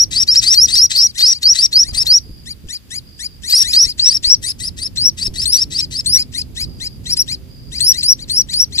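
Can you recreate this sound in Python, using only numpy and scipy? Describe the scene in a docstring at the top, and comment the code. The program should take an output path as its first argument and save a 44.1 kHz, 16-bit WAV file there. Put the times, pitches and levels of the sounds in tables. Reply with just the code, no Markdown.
"""Nestlings beg in a small woven grass nest, close to a stereo microphone. Each chirp is a puff of air
and a membrane whistle that scoops up, climbs and hooks down, in one of four voices: clear, raspy, buzzy,
swelling. The calls overlap while a parent visits and thin out after it flutters away. The chicks bump
the nest. Outside, a faint insect-like trill comes and goes over a low rumble and a far engine."""
import sys
import numpy as np
from scipy import signal
from scipy.fft import rfft, irfft, next_fast_len
from scipy.io import wavfile
from scipy.ndimage import uniform_filter1d, minimum_filter1d, map_coordinates

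SR = 44100
rng = np.random.default_rng(int(sys.argv[2]) if len(sys.argv) > 2 else 0)


def to_wav(sig):
    """Store sig (one row per channel, or 1-D mono) as 16-bit WAV at the path in sys.argv[1].

    Samples outside -1..1 are clipped; the rate is SR.
    """
    pcm = np.clip(np.atleast_2d(sig), -1, 1) * 32767
    pcm = np.round(pcm).astype(np.int16)
    wavfile.write(sys.argv[1], SR, pcm.T)  # frames by channels


N = 388080  # 8.8 s
BAND_LIMIT_HZ = 15550
HOOK_S, AIR_LEAD_S = 0.021, 0.022  # closing pitch drop; air starts ahead of the whistle


def amp(db):
    """Decibels to gain."""
    return 10 ** (np.asarray(db) / 20)


def unit(x):
    """Scale to rms 1."""
    return x / np.sqrt(np.mean(x ** 2) + 1e-20)


def ramp(x):
    """Smooth step from 0 to 1."""
    return np.sin(np.pi / 2 * np.clip(x, 0, 1)) ** 2


def wobble(knots_per_s, size):
    """Smooth random curve, rms near 1."""
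    knots = rng.standard_normal(int(size * knots_per_s / SR) + 2)
    return map_coordinates(knots, [np.arange(size) * knots_per_s / SR], mode="nearest")


def along(points, hz):
    """Interpolate (Hz, value) points on a log frequency axis."""
    points_hz, values = np.transpose(points)
    return np.interp(np.log(hz + 1), np.log(points_hz), values)


def filtered(x, response):
    """Apply a frequency response, given as a function of Hz."""
    size = x.shape[-1]
    padded = next_fast_len(size + 1024)
    return irfft(rfft(x, padded) * response(np.fft.rfftfreq(padded, 1 / SR)), padded)[..., :size]


def noise(colour, shape):
    """Noise of rms 1 with a (Hz, dB) spectrum."""
    return unit(filtered(rng.standard_normal(shape), lambda hz: amp(along(colour, hz))))


def add(track, start_s, sound):
    """Mix a sound into a track."""
    at = round(start_s * SR) + np.arange(sound.shape[-1])
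    inside = (at >= 0) & (at < N)
    track[..., at[inside]] += sound[..., inside]


def outdoors():
    """Uneven low rumble, partly shared by both microphones, under a faint even hiss of air."""
    # Rumble envelope. Each row: time in seconds, level in dB.
    rumble_levels = [(.7, -35.5), (1.15, -45), (1.8, -37.5), (3.3, -40.5), (4.1, -37), (5.7, -32.5),
                     (7.4, -37), (8.5, -35.5)]
    # Spectra of rumble and air. Each row: frequency in Hz, level in dB.
    rumble_colour = [(16, -46), (28, -8.5), (59, 0.5), (129, -5), (261, -12.5), (726, -35.5), (1200, -43.5),
                     (1560, -56), (2640, -120)]
    air_colour = [(600, -4.5), (3500, 0), (10000, -8.5), (15500, -6)]
    level_db = np.interp(np.arange(N) / SR, *np.transpose(rumble_levels)) + 2 * wobble(12, N)
    rumble = unit(noise(rumble_colour, N) + 1.3 * noise(rumble_colour, (2, N)))
    lean_db = np.array([[-1.5], [1.5]])
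    return amp(level_db + lean_db) * rumble + amp(-53) * noise(air_colour, (2, N))


def engine():
    """A far engine speeds up, changes gear and pulls on; only its low orders carry."""
    # Engine speed. Each row: time in seconds, firing rate in Hz.
    speeds = [(4, 55.13), (5, 64.67), (5.85, 72.77), (6.05, 61.1), (7.4, 64.22), (8.8, 67.2)]
    # Harmonics. Each row: multiple of the firing rate, level in dB.
    orders = [(1, -49), (2, -49), (3, -60.5), (4, -52.5), (6, -60), (8, -66.5)]
    t = np.arange(N) / SR
    firing_hz = np.interp(t, *np.transpose(speeds)) * (1 + 0.0066 * wobble(11, N))
    phase = 2 * np.pi * np.cumsum(firing_hz) / SR
    hum = sum(amp(db + 3 * wobble(5, N)) * np.sin(k * phase) for k, db in orders)
    return np.sqrt(2) * ramp((t - 3.8) / 2.29) * hum


def insect():
    """Fast pulses ring a narrow resonance, swelling in phrases; a thin high shimmer runs throughout."""
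    # Trill phrases. Each row: start in seconds, end in seconds, level in dB.
    trills = [(2.144, 2.483, -50.5), (3.038, 3.42, -50), (6.616, 7.013, -49.5), (7.478, 7.774, -51)]
    pulse_hz, floor_db = 55, -60
    t = np.arange(N) / SR
    phrases = sum(amp(db) * ramp((t - start_s) / 0.048) * ramp((end_s - t) / 0.082)
                  for start_s, end_s, db in trills)
    pulses = amp(3 * np.sin(2 * np.pi * pulse_hz * t + wobble(4.3, N)))
    ring = noise([(3900, -67), (4600, -7.5), (4900, -1.5), (5600, -55)], (2, N))
    shimmer_db = -62.5 + 3 * wobble(2.3, N)
    shimmer = amp(shimmer_db) * noise([(10300, -33.5), (11250, -6.5), (12200, -35.5)], (2, N))
    return (phrases + amp(floor_db)) * unit(pulses * ring) + shimmer


def nest_bumps():
    """Bodies bump the soft nest: short, dull thuds."""
    # Bumps. Each row: start in seconds, relative level in dB.
    bumps = [(0.747, -33), (2.26, -29), (2.292, -21), (2.637, -22.5), (3.859, -25.5), (4.27, -29.5),
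             (5.272, -18)]
    attack_s, t60_s = 0.006, 0.099
    t = np.arange(N) / SR
    pushes = sum(amp(db + 5.5) * ramp((t - at_s) / attack_s) * amp(-60 * np.maximum(t - at_s, 0) / t60_s)
                 for at_s, db in bumps)
    return pushes * noise([(20, 12), (55, 5.5), (400, -15), (1200, -62.5)], N)


def wings():
    """The parent's wingbeats pulse low noise as it leaves."""
    beat_hz = 26
    t = np.arange(N) / SR
    beats = amp(-33 + 6.9 * np.sin(2 * np.pi * beat_hz * t))
    flight = ramp((t - 1.85) / 0.042) * ramp((2.2 - t) / 0.21)
    return beats * flight * noise([(80, 4.5), (400, -18), (1100, -27), (6000, -51)], (2, N))


def turbulence(length_s, db, voice):
    """Envelope of the air noise in the throat: an onset puff, then a sputter through the call."""
    puff_s, rise_s, fall_s = 0.01676, 0.029, 0.009
    t = np.arange(int((length_s + AIR_LEAD_S) * SR)) / SR - AIR_LEAD_S
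    flow = amp(voice["puff_db"]) * np.exp(-(t / puff_s) ** 2) + amp(voice["air_db"])
    sputter_db = 3.42 * wobble(101.8, len(t)) + 3 * wobble(1200, len(t))
    return amp(db + sputter_db) * flow * ramp((t + AIR_LEAD_S) / rise_s) * ramp((length_s - t) / fall_s)


def pitch(t, length_s, db, voice):
    """Pitch in Hz: scoop up, climb in small uneven steps, hook down as the beak closes."""
    scoop_s, scoop_depth, hook_depth = 0.01, 0.38, 0.46
    step_hz, easing, ceiling_hz = 53.2, 0.2933, 5834
    lift_hz = 22 * (db + 15) + 3500 * (length_s - 0.1)  # louder and longer chirps climb higher
    top_hz = min(ceiling_hz, voice["top_hz"] + lift_hz)
    step_rad_s = 2 * np.pi * step_hz
    stepped_s = t + np.sin(step_rad_s * t + 2 * wobble(25, len(t))) / step_rad_s
    to_go = 1 - np.clip((stepped_s - scoop_s) / (length_s - scoop_s - HOOK_S), 0, 1)
    to_go -= easing * np.sin(2 * np.pi * to_go) / (2 * np.pi)
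    climb_hz = top_hz - voice["climb_hz_per_s"] * length_s * to_go
    scoop = 1 - scoop_depth * np.clip(1 - t / scoop_s, 0, 1) ** 2
    hook = 1 - hook_depth * np.clip(1 - (length_s - t) / HOOK_S, 0, 1) ** 3
    waver = 1 + 0.009 * to_go * wobble(77, len(t))
    return climb_hz * scoop * hook * waver


def whistle(length_s, db, bright_db, voice):
    """The membrane starts weakly, skipping alternate cycles, and locks into a full tone as pitch rises."""
    # Throat response (fundamental) and beak response (other partials). Each row: frequency in Hz, gain in dB.
    throat = [(2500, -7), (3800, 0), (4700, 1), (5600, 1.5), (6000, -0.5)]
    beak = [(1900, -14), (2400, -5.5), (6000, -2.5), (8500, 0.5), (10500, -0.5), (12000, -3), (13500, -5.5),
            (16000, -22)]
    attack_s, locking_s, release_s = 0.005, 0.006, 0.015
    bite_at_s, bite_s = 0.0088, 0.0046  # accent as the scoop lands
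    t = np.arange(int(length_s * SR)) / SR
    size, progress = len(t), t / length_s
    hz = pitch(t, length_s, db, voice)
    phase = 2 * np.pi * np.cumsum(hz * (1 + voice["jitter"] * wobble(1500, size))) / SR
    lock_at_s = t[np.argmax(hz >= min(voice["lock_hz"], hz.max()))]
    opening = 1 - ramp((t - lock_at_s) / locking_s + 0.5)
    level_db = db + voice["opening_db"] * opening + voice["swell_db"] * (progress - 0.5)
    level_db += voice["flutter_db"] * wobble(130, size)
    tone = amp(level_db + along(throat, hz)) * np.sin(phase)

    def partial(k):
        """k times the pitch, fluttering on its own, coloured by the beak."""
        gain = amp(along(beak, k * hz) + 3 * wobble(110, size))
        return gain * (k * hz < BAND_LIMIT_HZ) * np.sin(k * phase)

    skipping = ramp((voice["half_share"] - progress) / 0.15 + 0.5) * ramp(t / 0.009)
    halves = partial(1 / 2) + partial(3 / 2) + partial(5 / 2) / 2
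    partials = amp(voice["octave_db"]) * partial(2) + amp(voice["third_db"]) * partial(3)
    partials += amp(voice["half_db"]) * skipping * halves
    partials *= amp(0.69 * db + bright_db) * ramp((length_s - t) / HOOK_S)
    # A slower second vibration adds sidebands; turbulence frays the tone.
    sidebands = amp(voice["sideband_db"]) * np.cos(0.32 * phase + wobble(400, size))
    husk = amp(voice["husk_db"]) * wobble(2600, size)
    bite = amp(voice["bite_db"] * np.exp(-((t - bite_at_s) / bite_s) ** 2))
    envelope = ramp(t / attack_s) * ramp((length_s - t) / release_s) * bite
    return np.sqrt(2) * envelope * (1 + sidebands + husk) * (tone + partials)


def chirps(calls, voice):
    """One voice's calls: whistle plus rasping air. Brighter calls have more overtones and sizzle."""
    # Spectra of the rasp and its sizzling top. Each row: frequency in Hz, level in dB.
    rasp_colour = [(1000, -32.5), (1800, -8.5), (4500, 6.5), (7800, 3.5), (9000, -8.5), (11500, -19.5),
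                   (15000, -31.5)]
    sizzle_colour = [(6500, -24), (9500, 1), (11500, 1), (14000, -10.5), (15500, -13.5)]
    tones, rasp, sizzle = np.zeros((3, N))
    for start_s, length_s, db, bright_db in calls:
        flow = turbulence(length_s, db, voice)
        add(tones, start_s, whistle(length_s, db, bright_db, voice))
        add(rasp, start_s - AIR_LEAD_S, flow)
        add(sizzle, start_s - AIR_LEAD_S, amp(bright_db - 17.5) * flow)
    return tones + rasp * noise(rasp_colour, N) + sizzle * noise(sizzle_colour, N)


def placed(x, lead_ms, pan_db):
    """A source nearer the left microphone reaches it earlier and, at most frequencies, louder."""
    # Channel balance. Each row: frequency in Hz, left over right in dB (added to pan_db).
    left_lean = [(1500, 10.5), (3500, 1.5), (5400, -3), (8000, 4), (12000, 3)]
    side = np.array([[0.5], [-0.5]])
    return filtered(x, lambda hz: amp(side * (pan_db + along(left_lean, hz)))
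                    * np.exp(2j * np.pi * hz * side * lead_ms / 1000))


def nest_walls(x):
    """The woven walls scatter a very short, weak reflection."""
    early_t60_s, late_t60_s = 0.006, 0.1
    t = np.arange(SR // 10) / SR
    decay = amp(-60 * t / early_t60_s) + amp(-24 - 60 * t / late_t60_s)
    tail = rng.standard_normal((2, len(t))) * decay * ramp(t / 0.001)
    return x + amp(-7.5) * signal.fftconvolve(x, tail / np.linalg.norm(tail[0]), axes=1)[:, :N]


def nestlings():
    """Four begging voices, each from its own spot in the nest."""
    # Chirps per voice. Each row: start in seconds, length in seconds, level in dB, brightness in dB.
    clear_calls = [(-.06, 0.10945, -6, 0), (.276, 0.076, -11, -0.5), (.353, 0.0537, -2.5, 0.5),
                   (.539, 0.13, -6, 3.5), (.751, 0.12, -6.5, 4.5), (.959, 0.12, -8, 3),
                   (1.188, 0.1294, -6, -0.5), (1.427, 0.1173, -7.5, -2.5), (1.726, 0.12, -7.5, -0.5),
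                   (2.063, 0.13, -6.5, -1), (3.496, 0.11, -8.5, 8.5), (3.731, 0.12, -3.5, 1)]
    raspy_calls = [(.124, 0.12, -13.5, -2), (.425, 0.13, -11, 0), (.68, 0.1301, -12.5, -0.5),
                   (.909, 0.13, -13.5, -6), (1.211, 0.1303, -13, -4.5), (1.55, 0.12, -12, -1),
                   (1.944, 0.095, -16.5, 2), (3.521, 0.1194, -13.5, 7), (3.747, 0.12, -18, 4.5),
                   (4.063, 0.12, -17, 0.5), (4.432, 0.0956, -24, 10.5), (4.598, 0.1, -24, 5.5),
                   (4.781, .103, -23, 3), (5.183, 0.1026, -19.5, -0.5), (5.353, .1, -20.5, 1),
                   (5.537, 0.11, -18, -1), (5.718, 0.1024, -19, -2.5), (5.92, 0.0958, -20.5, -1.5)]
    buzzy_calls = [(1.04, 0.0804, -35.5, -2.5), (1.15, 0.0818, -26, 2), (1.305, 0.0888, -31, -6.5),
                   (1.825, 0.1, -31, 1), (2.455, .084, -32, 2.5), (2.683, 0.096, -28.5, 5.5),
                   (2.903, 0.096, -27, 5.5), (3.188, 0.0933, -28.5, 6.5), (3.431, 0.093, -25, 6),
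                   (3.632, 0.11, -20, 5.5), (3.839, 0.0906, -23, -0.5), (4.235, 0.081, -23.5, 0.5),
                   (4.429, 0.0924, -25.5, 3.5), (5.784, 0.074, -21.5, -7.5), (6.147, 0.0892, -19.5, 3),
                   (6.335, 0.093, -20.5, 1), (6.562, 0.092, -21.5, 1.5), (6.799, 0.087, -23, -1),
                   (7.054, 0.0851, -24, -1), (7.275, 0.083, -22.5, 1.5), (7.716, 0.0813, -25.5, -1),
                   (7.93, 0.093, -24, 2), (8.187, 0.063, -31.5, -4.5), (8.485, 0.074, -25, 0.5),
                   (8.72, 0.06, -26.5, -1.5)]
    swelling_calls = [(3.992, .115, -8, -19.5), (4.24, .116, -8, -13.5), (4.969, 0.1354, -12, -7),
                      (5.453, 0.13, -13.5, 4), (6.057, 0.13, -13, 2.5), (7.101, .05, -16.5, 1),
                      (7.167, 0.066, -13.5, 2), (7.802, 0.13, -10.5, 5), (8.027, .114, -11, -1),
                      (8.294, 0.1326, -13.5, -1), (8.532, 0.12, -12.5, -2.5), (8.778, 0.138, -10, -7.5)]
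    # opening_db: gain until the pitch reaches lock_hz. half_share: part of the call with half-harmonics.
    clear = dict(top_hz=5588, climb_hz_per_s=12836, opening_db=-12.5, lock_hz=4560, swell_db=-10.5,
                 bite_db=-2, octave_db=-30.5, third_db=-25, half_db=-40.5, half_share=0.11,
                 jitter=0.00037, flutter_db=1.16, sideband_db=-50.5, husk_db=-30.5,
                 puff_db=-20, air_db=-32.5)
    raspy = dict(top_hz=5593, climb_hz_per_s=15300, opening_db=-10.5, lock_hz=4379, swell_db=3,
                 bite_db=3, octave_db=-21.5, third_db=-37, half_db=-26.5, half_share=0.3,
                 jitter=0.012, flutter_db=1.5, sideband_db=-25, husk_db=-24, puff_db=-18, air_db=-15.5)
    buzzy = dict(top_hz=5277, climb_hz_per_s=15000, opening_db=-5.5, lock_hz=4427, swell_db=1.5,
                 bite_db=-3.5, octave_db=-25.5, third_db=-39, half_db=-20.5, half_share=0.7,
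                 jitter=0.013, flutter_db=2.5, sideband_db=-31.5, husk_db=-19, puff_db=-36, air_db=-21)
    swelling = dict(top_hz=5830, climb_hz_per_s=12500, opening_db=-6, lock_hz=5172, swell_db=0.5,
                    bite_db=1.5, octave_db=-18.5, third_db=-31.5, half_db=-34.5, half_share=0.091,
                    jitter=0.0017, flutter_db=2, sideband_db=-41.5, husk_db=-37.5,
                    puff_db=-21.5, air_db=-31)
    return (placed(chirps(clear_calls, clear), lead_ms=0.1726, pan_db=2.5)
            + placed(chirps(raspy_calls, raspy), lead_ms=0.21, pan_db=5)
            + placed(chirps(buzzy_calls, buzzy), lead_ms=0.14, pan_db=6)
            + placed(chirps(swelling_calls, swelling), lead_ms=0.13, pan_db=4.5))


def scene():
    """The chicks in their nest, with the sounds around it."""
    return nest_walls(nestlings()) + insect() + nest_bumps() + wings() + outdoors() + engine()


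def record(dry):
    """Fast peak limiter, then a brick-wall low-pass."""
    needed_gain = np.minimum(1, 0.95 / (np.abs(dry).max(axis=0) + 1e-9))
    gain = uniform_filter1d(minimum_filter1d(needed_gain, size=256), size=256)
    return filtered(dry * gain, lambda hz: hz < BAND_LIMIT_HZ)


dry = scene()
out = record(dry)
to_wav(out)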